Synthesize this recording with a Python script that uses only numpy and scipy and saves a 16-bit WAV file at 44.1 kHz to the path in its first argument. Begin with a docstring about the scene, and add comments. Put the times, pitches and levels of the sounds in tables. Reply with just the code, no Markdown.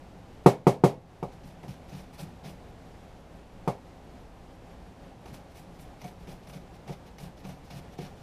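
"""Onion on a handheld slicer

An onion is sliced on a plastic slicer in a small kitchen. Three hard knocks, two lighter ones and soft bumps
ring the modes of board and counter; two runs of strokes rub, hiss and judder as shaped noise and low tones.
Short clicks ring the slicer's frame; room noise, mains hum and a faint pulsing whine lie underneath.
Gain control ducks the sound on loud knocks and holds it down a moment."""
import sys
import numpy as np
from scipy import signal
from scipy.fft import rfft, irfft
from scipy.io import wavfile
from scipy.ndimage import uniform_filter1d, minimum_filter1d

SR = 44100
rng = np.random.default_rng(int(sys.argv[2]) if len(sys.argv) > 2 else 0)


def bounce(signal):
    """Save signal as a 16-bit WAV file at the path given by the first command-line argument."""
    frames = np.transpose(np.atleast_2d(signal))
    limited = np.clip(frames, -1, 1)
    pcm = np.round(limited * 32767).astype(np.int16)
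    wavfile.write(sys.argv[1], SR, pcm)


N = 362502


def gain_of(db):
    """Decibels to an amplitude factor."""
    return 10 ** (np.asarray(db) / 20)


def evened(x):
    """Scales to rms 1."""
    return x / np.sqrt(np.mean(x ** 2) + 1e-20)


def read(points, hz):
    """Interpolates a table on a log-frequency axis."""
    f, value = np.transpose(points)
    return np.interp(np.log(hz + 1), np.log(f + 1), value)


def add(mix, start_s, sound):
    """Mixes a sound in at start_s, cut at the end of the mix."""
    part = mix[round(start_s * SR):][:len(sound)]
    part += sound[:len(part)]


def wander(max_hz):
    """Random wander of rms 1, no faster than max_hz."""
    spectrum = rfft(rng.standard_normal(N))
    return evened(irfft(spectrum * (np.fft.rfftfreq(N, 1 / SR) < max_hz), N))


def coloured(x, spectrum):
    """Causal (minimum-phase) filter of unit energy with the given spectrum."""
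    log_gain = np.log(gain_of(read(spectrum, abs(np.fft.fftfreq(4096, 1 / SR)))))
    # the Hilbert transform of the log gain gives the minimum phase
    taps = np.fft.ifft(np.exp(np.conj(signal.hilbert(log_gain)))).real[:2048]
    return signal.oaconvolve(x, taps / np.linalg.norm(taps))[:len(x)]


def lowpass(x, hz, order=2):
    """Butterworth causal low-pass."""
    return signal.sosfilt(signal.butter(order, min(hz, SR / 2 - 1), fs=SR, output="sos"), x)


def ringing(modes, t, detune=1):
    """Sum of decaying cosines, one per mode (pitch_hz, level_db, t60_s)."""
    ring = 0
    for hz, db, t60_s in modes:
        decay = np.exp(-np.log(1000) * t / t60_s)
        ring = ring + gain_of(db) * decay * np.cos(2 * np.pi * hz * detune * t)
    return ring


def kitchen(early_db, early_s, direct):
    """Response of unit energy: direct sound, a burst of reflections from the cupboards, then the room's tail."""
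    # reverberation time of the kitchen: freq_hz, t60_s
    room_t60 = [(100, 0.54), (300, 0.31), (700, 0.33), (1800, 0.23), (5000, 0.19), (9000, 0.17),
                (14000, 0.17)]
    t = np.arange(SR // 3) / SR
    hz, at_s, noise = signal.stft(rng.choice([-1., 1.], len(t)), SR, nperseg=256)
    decay_db = -60 * at_s / read(room_t60, hz)[:, None]
    tail = signal.istft(noise * gain_of(decay_db), SR, nperseg=256)[1][:len(t)]
    tail *= 1 + gain_of(early_db) * np.exp(-(t / early_s) ** 2)
    tail /= np.linalg.norm(tail)
    tail[0] += direct
    return tail / np.linalg.norm(tail)


def room_noise(air_db=-49, waver_db=0.73, waver_hz=6, hum_hz=60, hum_db=-59.5):
    """Dull steady air noise, gathered in a few resonances, wavers slightly over a sine of mains hum."""
    # spectrum of the room's air noise: freq_hz, level_db_per_hz
    air_spectrum = [(12, -26), (20, -1.5), (64, -5.5), (115, -5), (135, -11), (174, -2.5), (217, -12),
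                    (263, -9), (294, -12.5), (337, -12.5), (620, -15.5), (774, -15), (914, -21.5),
                    (1400, -25.5), (2800, -31), (5500, -38), (11700, -47), (15000, -54)]
    # resonances that lift it: centre_hz, width_hz, lift_db
    air_peaks = [(244, 31, 1), (549, 17.5, 4), (880, 205, 3)]
    hz, t = np.fft.rfftfreq(N, 1 / SR), np.arange(N) / SR
    shape_db = read(air_spectrum, hz)
    for centre_hz, width_hz, lift_db in air_peaks:
        shape_db = shape_db + lift_db * np.exp(-((hz - centre_hz) / width_hz) ** 2)
    air = evened(irfft(rfft(rng.standard_normal(N)) * gain_of(shape_db), N))
    hum = np.sqrt(2) * np.sin(2 * np.pi * hum_hz * t)
    return gain_of(air_db + waver_db * wander(waver_hz)) * air + gain_of(hum_db) * hum


def pips(pitch_hz=11290, level_db=-78.5, every_s=0.168, pip_s=0.045, waver_hz=20, undertone_db=-3):
    """A very faint high whine, with its lower octave, pulses about six times a second."""
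    phase, gate = 2 * np.pi * np.cumsum(pitch_hz + waver_hz * wander(34)) / SR, np.zeros(N)
    whine = np.sqrt(2) * (np.sin(phase) + gain_of(undertone_db) * np.sin(phase / 2))
    for s in np.arange(every_s, N / SR, every_s):
        add(gate, s - rng.uniform(0, pip_s / 2), np.hanning(int(pip_s * SR)))
    return gain_of(level_db) * gate * whine


def board(build_s=0.01, direct_db=8, tail_db=5, crack_db=-4, bass_hz=260, detune_share=0.0054):
    """Every blow rings the same modes, adds thud and crack; softer contact passes less treble of ring and thud."""
    # blows, from hard knocks to light bumps of the slicer:
    # start_s, force_db, hardness_hz, bass_weight_db, crack_db, hollowness_db
    blows = [(0.4608, 5, 2220, 3.5, 0.5, 2.5), (0.6678, 4.5, 1970, 5, 0.5, 1.5),
             (0.8375, 4.5, 1860, 6, 1, 1.5), (1.227, -12, 1213, 0, -8, -2.5),
             (1.637, -27.5, 1010, -4, 1.5, -4), (3.6755, -7, 1920, 1.5, -3.5, -5.5),
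             (5.258, -28.5, 1200, -18, 2, -3), (6.045, -29.5, 1100, 2, -6, -10),
             (6.278, -29, 592, 1, -14, 0), (6.88, -34, 1200, -2, 13, -5), (6.895, -20.5, 680, 1, -11, -2),
             (7.451, -28, 800, 6.5, -6, -8), (7.988, -18.5, 398, 2, -20, 1)]
    # modes of board and counter: pitch_hz, level_db, t60_s
    board_modes = [(119, -60, 0.19), (142.7, -27.5, 0.24), (155.6, -11, 0.071), (182.6, -20.5, 0.15),
                   (290.5, -20, 0.11), (367.4, -8.5, 0.06), (399.2, -23, .2), (463, -27, 0.17),
                   (503, -31, 0.24), (579.8, -18.5, 0.13), (710, -21, 0.16), (796, -35, 0.15),
                   (830, -4, 0.06), (951, -15, 0.038), (1088, -13, 0.056), (1181, -7.5, 0.04),
                   (1357, -27, 0.08), (1880, -36, 0.12), (2190, -38.5, 0.21), (2240, -46, 0.22)]
    # spectrum of a blow's push: freq_hz, level_db_per_hz
    thud_spectrum = [(50, -33), (120, 10), (250, 0), (400, 1.5), (850, 1), (1250, -11), (1600, -26.5),
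                     (2200, -24.5), (3500, -67), (8000, -58)]
    # spectrum of its contact crack: freq_hz, level_db_per_hz
    crack_spectrum = [(500, -16), (1500, -2.5), (2200, 0), (3000, -3), (4000, -2.5), (5500, -4), (8000, -7),
                      (11500, -9), (15000, -20)]
    # paths by counter, splashback and overhead cupboard: delay_s, gain (relative)
    paths = [(0, 0.72), (.0018, -1.19), (.0028, 0.11), (.005, 0.22), (.008, -0.41), (.011, .75),
             (0.014, -0.21), (.0235, -0.3)]
    # the board's hollow middle register, woken according to where a blow lands: low_hz, high_hz
    hollow_hz = (267, 440)
    bite_hz, bite_db, bite_decay_s = (1350, 2530), -10.5, 0.008  # sharp first contact
    lowest_hz = 85

    t, out = np.arange(SR // 3) / SR, np.zeros(N)
    arrivals = gain_of(tail_db) * kitchen(early_db=-5.5, early_s=0.042, direct=0)
    arrivals -= lowpass(arrivals, bass_hz, order=1)  # the diffuse tail is kept light in bass
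    for delay_s, gain in paths:
        add(arrivals, abs(delay_s), np.array([gain * gain_of(direct_db)]))
    thud = coloured(arrivals, thud_spectrum)
    hollow_filter = signal.butter(1, hollow_hz, "bandpass", fs=SR)
    bite_filter = signal.butter(2, bite_hz, "bandpass", fs=SR, output="sos")

    for start_s, force_db, hard_hz, weight_db, snap_db, hollow_db in blows:
        # the hand's load detunes the modes a little
        ring = ringing(board_modes, t, detune=1 + detune_share * rng.standard_normal())
        body = lowpass(ring * (1 - np.exp(-t / build_s)) + thud, hard_hz)
        body += (gain_of(weight_db) - 1) * lowpass(body, bass_hz, order=1)
        body += (gain_of(hollow_db) - 1) * signal.lfilter(*hollow_filter, body)
        # the crack is screened by the hands and arrives mostly off the walls
        reflections = kitchen(early_db=-6, early_s=0.0075, direct=0) * (1 - np.exp(-t / 0.007))
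        crack = gain_of(crack_db) * coloured(reflections, crack_spectrum)
        contact = rng.standard_normal(len(t)) * np.exp(-t / bite_decay_s)
        bite = signal.sosfilt(bite_filter, contact)
        crack += gain_of(bite_db) * bite / np.linalg.norm(bite)
        add(out, start_s, gain_of(force_db) * (body + gain_of(snap_db) * crack))
    # no deep bass below the knocks
    return signal.sosfilt(signal.butter(2, lowest_hz, "highpass", fs=SR, output="sos"), out)


def plastic(x, detune=1):
    """Ring of the slicer's plastic frame when x shakes it."""
    # modes of the frame: pitch_hz, level_db, t60_s
    slicer_modes = [(714, -23, 0.2), (1090, -40, 0.046), (2217, -23, 0.036), (2750, -35, 0.071),
                    (6130, -31, 0.03)]
    t = np.arange(SR // 10) / SR
    return signal.oaconvolve(x, ringing(slicer_modes, t, detune))[:N]


def clicks(click_db=11, grip_share=0.034):
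    """Short ticks ring the slicer, each with its own reflections; the changing grip detunes the ring."""
    # slicer landing or onion catching on it: start_s, level_db (relative), frame_ring_db
    clacks = [(1.2286, -39, 4), (1.6322, -40.5, -3), (1.6811, -37, -10), (2.1909, -49, -6),
              (2.4463, -53, -5), (3.677, -28.5, -4), (5.2574, -37, -9), (5.3418, -37.5, -7),
              (5.5694, -39, -3), (6.0162, -32.5, -16), (6.0422, -37.5, 4), (6.2726, -43, 4),
              (6.4727, -36, -15), (6.4971, -36, -12), (6.8768, -36, -7), (6.9242, -39, -12),
              (7.1841, -34.5, -8), (7.4515, -41, 6), (7.4924, -35, -12), (7.7069, -37.5, -2),
              (7.934, -49, 4), (7.9863, -42, 3)]
    # spectrum of a tick: freq_hz, level_db_per_hz
    tick_spectrum = [(200, 3), (600, 18), (1500, 2.5), (2300, 6.5), (4000, -3), (6000, 4), (8000, -26),
                     (11500, -1), (15000, -33)]
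    ticks, rings = np.zeros((2, N))
    for start_s, db, ring_db in clacks:
        tick = gain_of(db + click_db) * kitchen(early_db=10, early_s=0.008, direct=0.3)
        grip = 1 + grip_share * rng.standard_normal()
        add(ticks, start_s, tick)
        add(rings, start_s, gain_of(ring_db) * plastic(tick, detune=grip))
    return coloured(ticks, tick_spectrum) + rings


def grains(per_s, spread_db, spots=6):
    """Steady run of tiny slips or bursting cells of uneven size; each spot on the slicer has its own reflections."""
    sizes = gain_of(spread_db * np.minimum(rng.exponential(1, N), 4)) * rng.choice([-1., 1.], N)
    train = sizes * (rng.random(N) < per_s / SR)
    spot = rng.integers(0, spots, N)
    out = np.zeros(N)
    for k in range(spots):
        response = kitchen(early_db=13, early_s=0.021, direct=0.27)
        out += signal.oaconvolve(train * (spot == k), response)[:N]
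    return out


def push(t, length_s, attack_s, sag_db, release_s):
    """Envelope of a push: it rises, sags while it lasts, then dies away."""
    rise = np.minimum(t / attack_s, 1)
    sag = gain_of(-sag_db * np.minimum(t / length_s, 1))
    return rise * sag * np.exp(-np.maximum(t - length_s, 0) / release_s)


def slicing(rub_db=4.5, judder_db=-1, sway_hz=8, ring_db=-20, roughness_db=0.6):
    """The onion rubs down the bed, hisses through the blade while the slicer judders, and slides lightly."""
    # pushes over the blade; an onion that sticks goes through in two:
    # start_s, length_s, bed_rub_db (relative), blade_hiss_db, judder_db (relative), press_peak_after_s
    strokes = [(1.427, 0.063, -60.5, -65, -46.5, 0.034), (1.678, 0.039, -55.5, -59.5, -36, 0.019),
               (1.926, 0.078, -56.5, -62, -39.5, .026), (2.126, 0.024, -58, -61, -50, .02),
               (2.176, 0.049, -52.5, -53.5, -37.5, 0.056), (2.434, 0.061, -54, -58, -40.5, 0.04),
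               (5.325, 0.029, -57, -57, -41.5, 0.0091), (5.543, 0.05, -61, -59, -51, 0.059),
               (5.783, 0.046, -61, -60, -46.5, 0.01), (6.035, 0.052, -60.5, -61, -43.5, 0.014),
               (6.268, 0.058, -57.5, -60, -41.5, 0.019), (6.464, 0.043, -61.5, -62, -48, 0.027),
               (6.52, 0.047, -59, -64, -40.5, 0.05), (6.866, 0.062, -57.5, -64, -39, 0.043),
               (7.179, 0.071, -57, -58.5, -41, 0.065), (7.434, 0.086, -57.5, -62, -41, 0.054),
               (7.696, 0.088, -55, -60.5, -41, 0.073), (7.975, 0.08, -54, -61, -42, 0.058)]
    # light slides of onion and slicer between blows and strokes: start_s, length_s, level_db (relative)
    slides = [(0.434, 0.018, -64), (1.314, 0.037, -65), (1.872, 0.077, -62), (2.38, 0.045, -69),
              (5.263, 0.068, -64), (5.494, 0.044, -66), (5.72, 0.081, -68), (5.968, 0.11, -63.5),
              (6.187, 0.064, -66.5), (6.417, 0.057, -69), (6.733, 0.046, -63), (7.055, 0.045, -62.5),
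              (7.36, 0.067, -64), (7.625, 0.085, -65), (7.91, 0.058, -62), (8.13, 0.2, -67)]
    # spectrum of the rub: freq_hz, level_db_per_hz
    rub_spectrum = [(100, -16), (200, 8), (400, 9), (720, 12.5), (1100, 2), (1600, 0), (2300, 1.5),
                    (2800, 1.5), (3300, 0), (4800, -1), (6000, -2), (7500, -12.5), (12000, -17)]
    # spectrum of the blade's hiss: freq_hz, level_db_per_hz
    blade_spectrum = [(3000, -22), (6000, -7), (8000, -1), (10000, 0), (11500, 0), (13000, -3), (14000, -5),
                      (15000, -9)]
    # low board resonances that a stroke shakes, beating together: pitch_hz (centre), level_db
    judder_modes = [(145, -1.5), (184, -4), (272, -15.5)]
    sink_share = 0.63  # part of the push in which the blade sinks in and the hiss grows
    judder_share = 0.42  # half width of the judder's swell, as a share of the push

    t, (rub, blade, judder) = np.arange(SR // 3) / SR, np.zeros((3, N))
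    for start_s, length_s, bed_db, cut_db, press_db, press_s in strokes:
        rubbing = push(t, length_s, attack_s=0.013, sag_db=1, release_s=0.031)
        cutting = push(t, length_s, attack_s=sink_share * length_s, sag_db=4, release_s=0.031)
        swell = 1 / (1 + ((t - press_s) / (judder_share * length_s)) ** 2)
        add(rub, start_s, gain_of(bed_db) * rubbing)
        add(blade, start_s, gain_of(cut_db) * cutting)
        add(judder, start_s, gain_of(press_db + judder_db) * swell)
    for start_s, length_s, db in slides:
        slide = gain_of(db) * signal.windows.tukey(int(length_s * SR), 0.7)
        add(rub, start_s, slide)
        add(blade, start_s, gain_of(-8.5) * slide)

    catches = grains(per_s=450, spread_db=2.0)
    slips = evened(coloured(catches, rub_spectrum) + gain_of(ring_db) * plastic(catches))
    cells = evened(coloured(grains(per_s=2700, spread_db=5.0), blade_spectrum))
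    flutter = gain_of(roughness_db * wander(57))  # the strokes' loudness flutters at random
    # the pressed slicer shudders unevenly at the board's lowest resonances
    shudder = np.zeros(N)
    for hz, db in judder_modes:
        phase = 2 * np.pi * np.cumsum(hz + sway_hz * wander(51)) / SR
        shudder += gain_of(db) * np.sqrt(2) * np.sin(phase)
    cut = flutter * (gain_of(rub_db) * rub * slips + blade * cells)
    return cut + uniform_filter1d(judder, size=300) * shudder


def scene():
    """All sources summed at one microphone."""
    return (room_noise() + pips() + board() + clicks() + slicing())[None]


def record(dry, threshold_db=-22, most_db=5, hold_s=0.19, ease_s=0.12, edge_hz=15300):
    """Gain control ducks on loud knocks, holds and eases back; peaks clip; then the band limit."""
    power_db = 10 * np.log10(abs(uniform_filter1d(dry[0] ** 2, size=400)) + 1e-12)
    over_db, half = np.clip(power_db - threshold_db, 0, most_db), int(hold_s * SR / 2)
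    held_db = -minimum_filter1d(-over_db, 2 * half + 1, origin=half)  # maximum over the past hold_s
    keep = np.exp(-1 / (ease_s * SR))
    duck_db = signal.lfilter([1 - keep], [1, -keep], held_db)
    ducked = np.clip(dry / gain_of(duck_db), -1, 1)
    band_limit = signal.firwin(511, edge_hz, window=("kaiser", 9), fs=SR)
    return signal.oaconvolve(ducked, band_limit[None], "same")


dry = scene()
out = record(dry)
bounce(out)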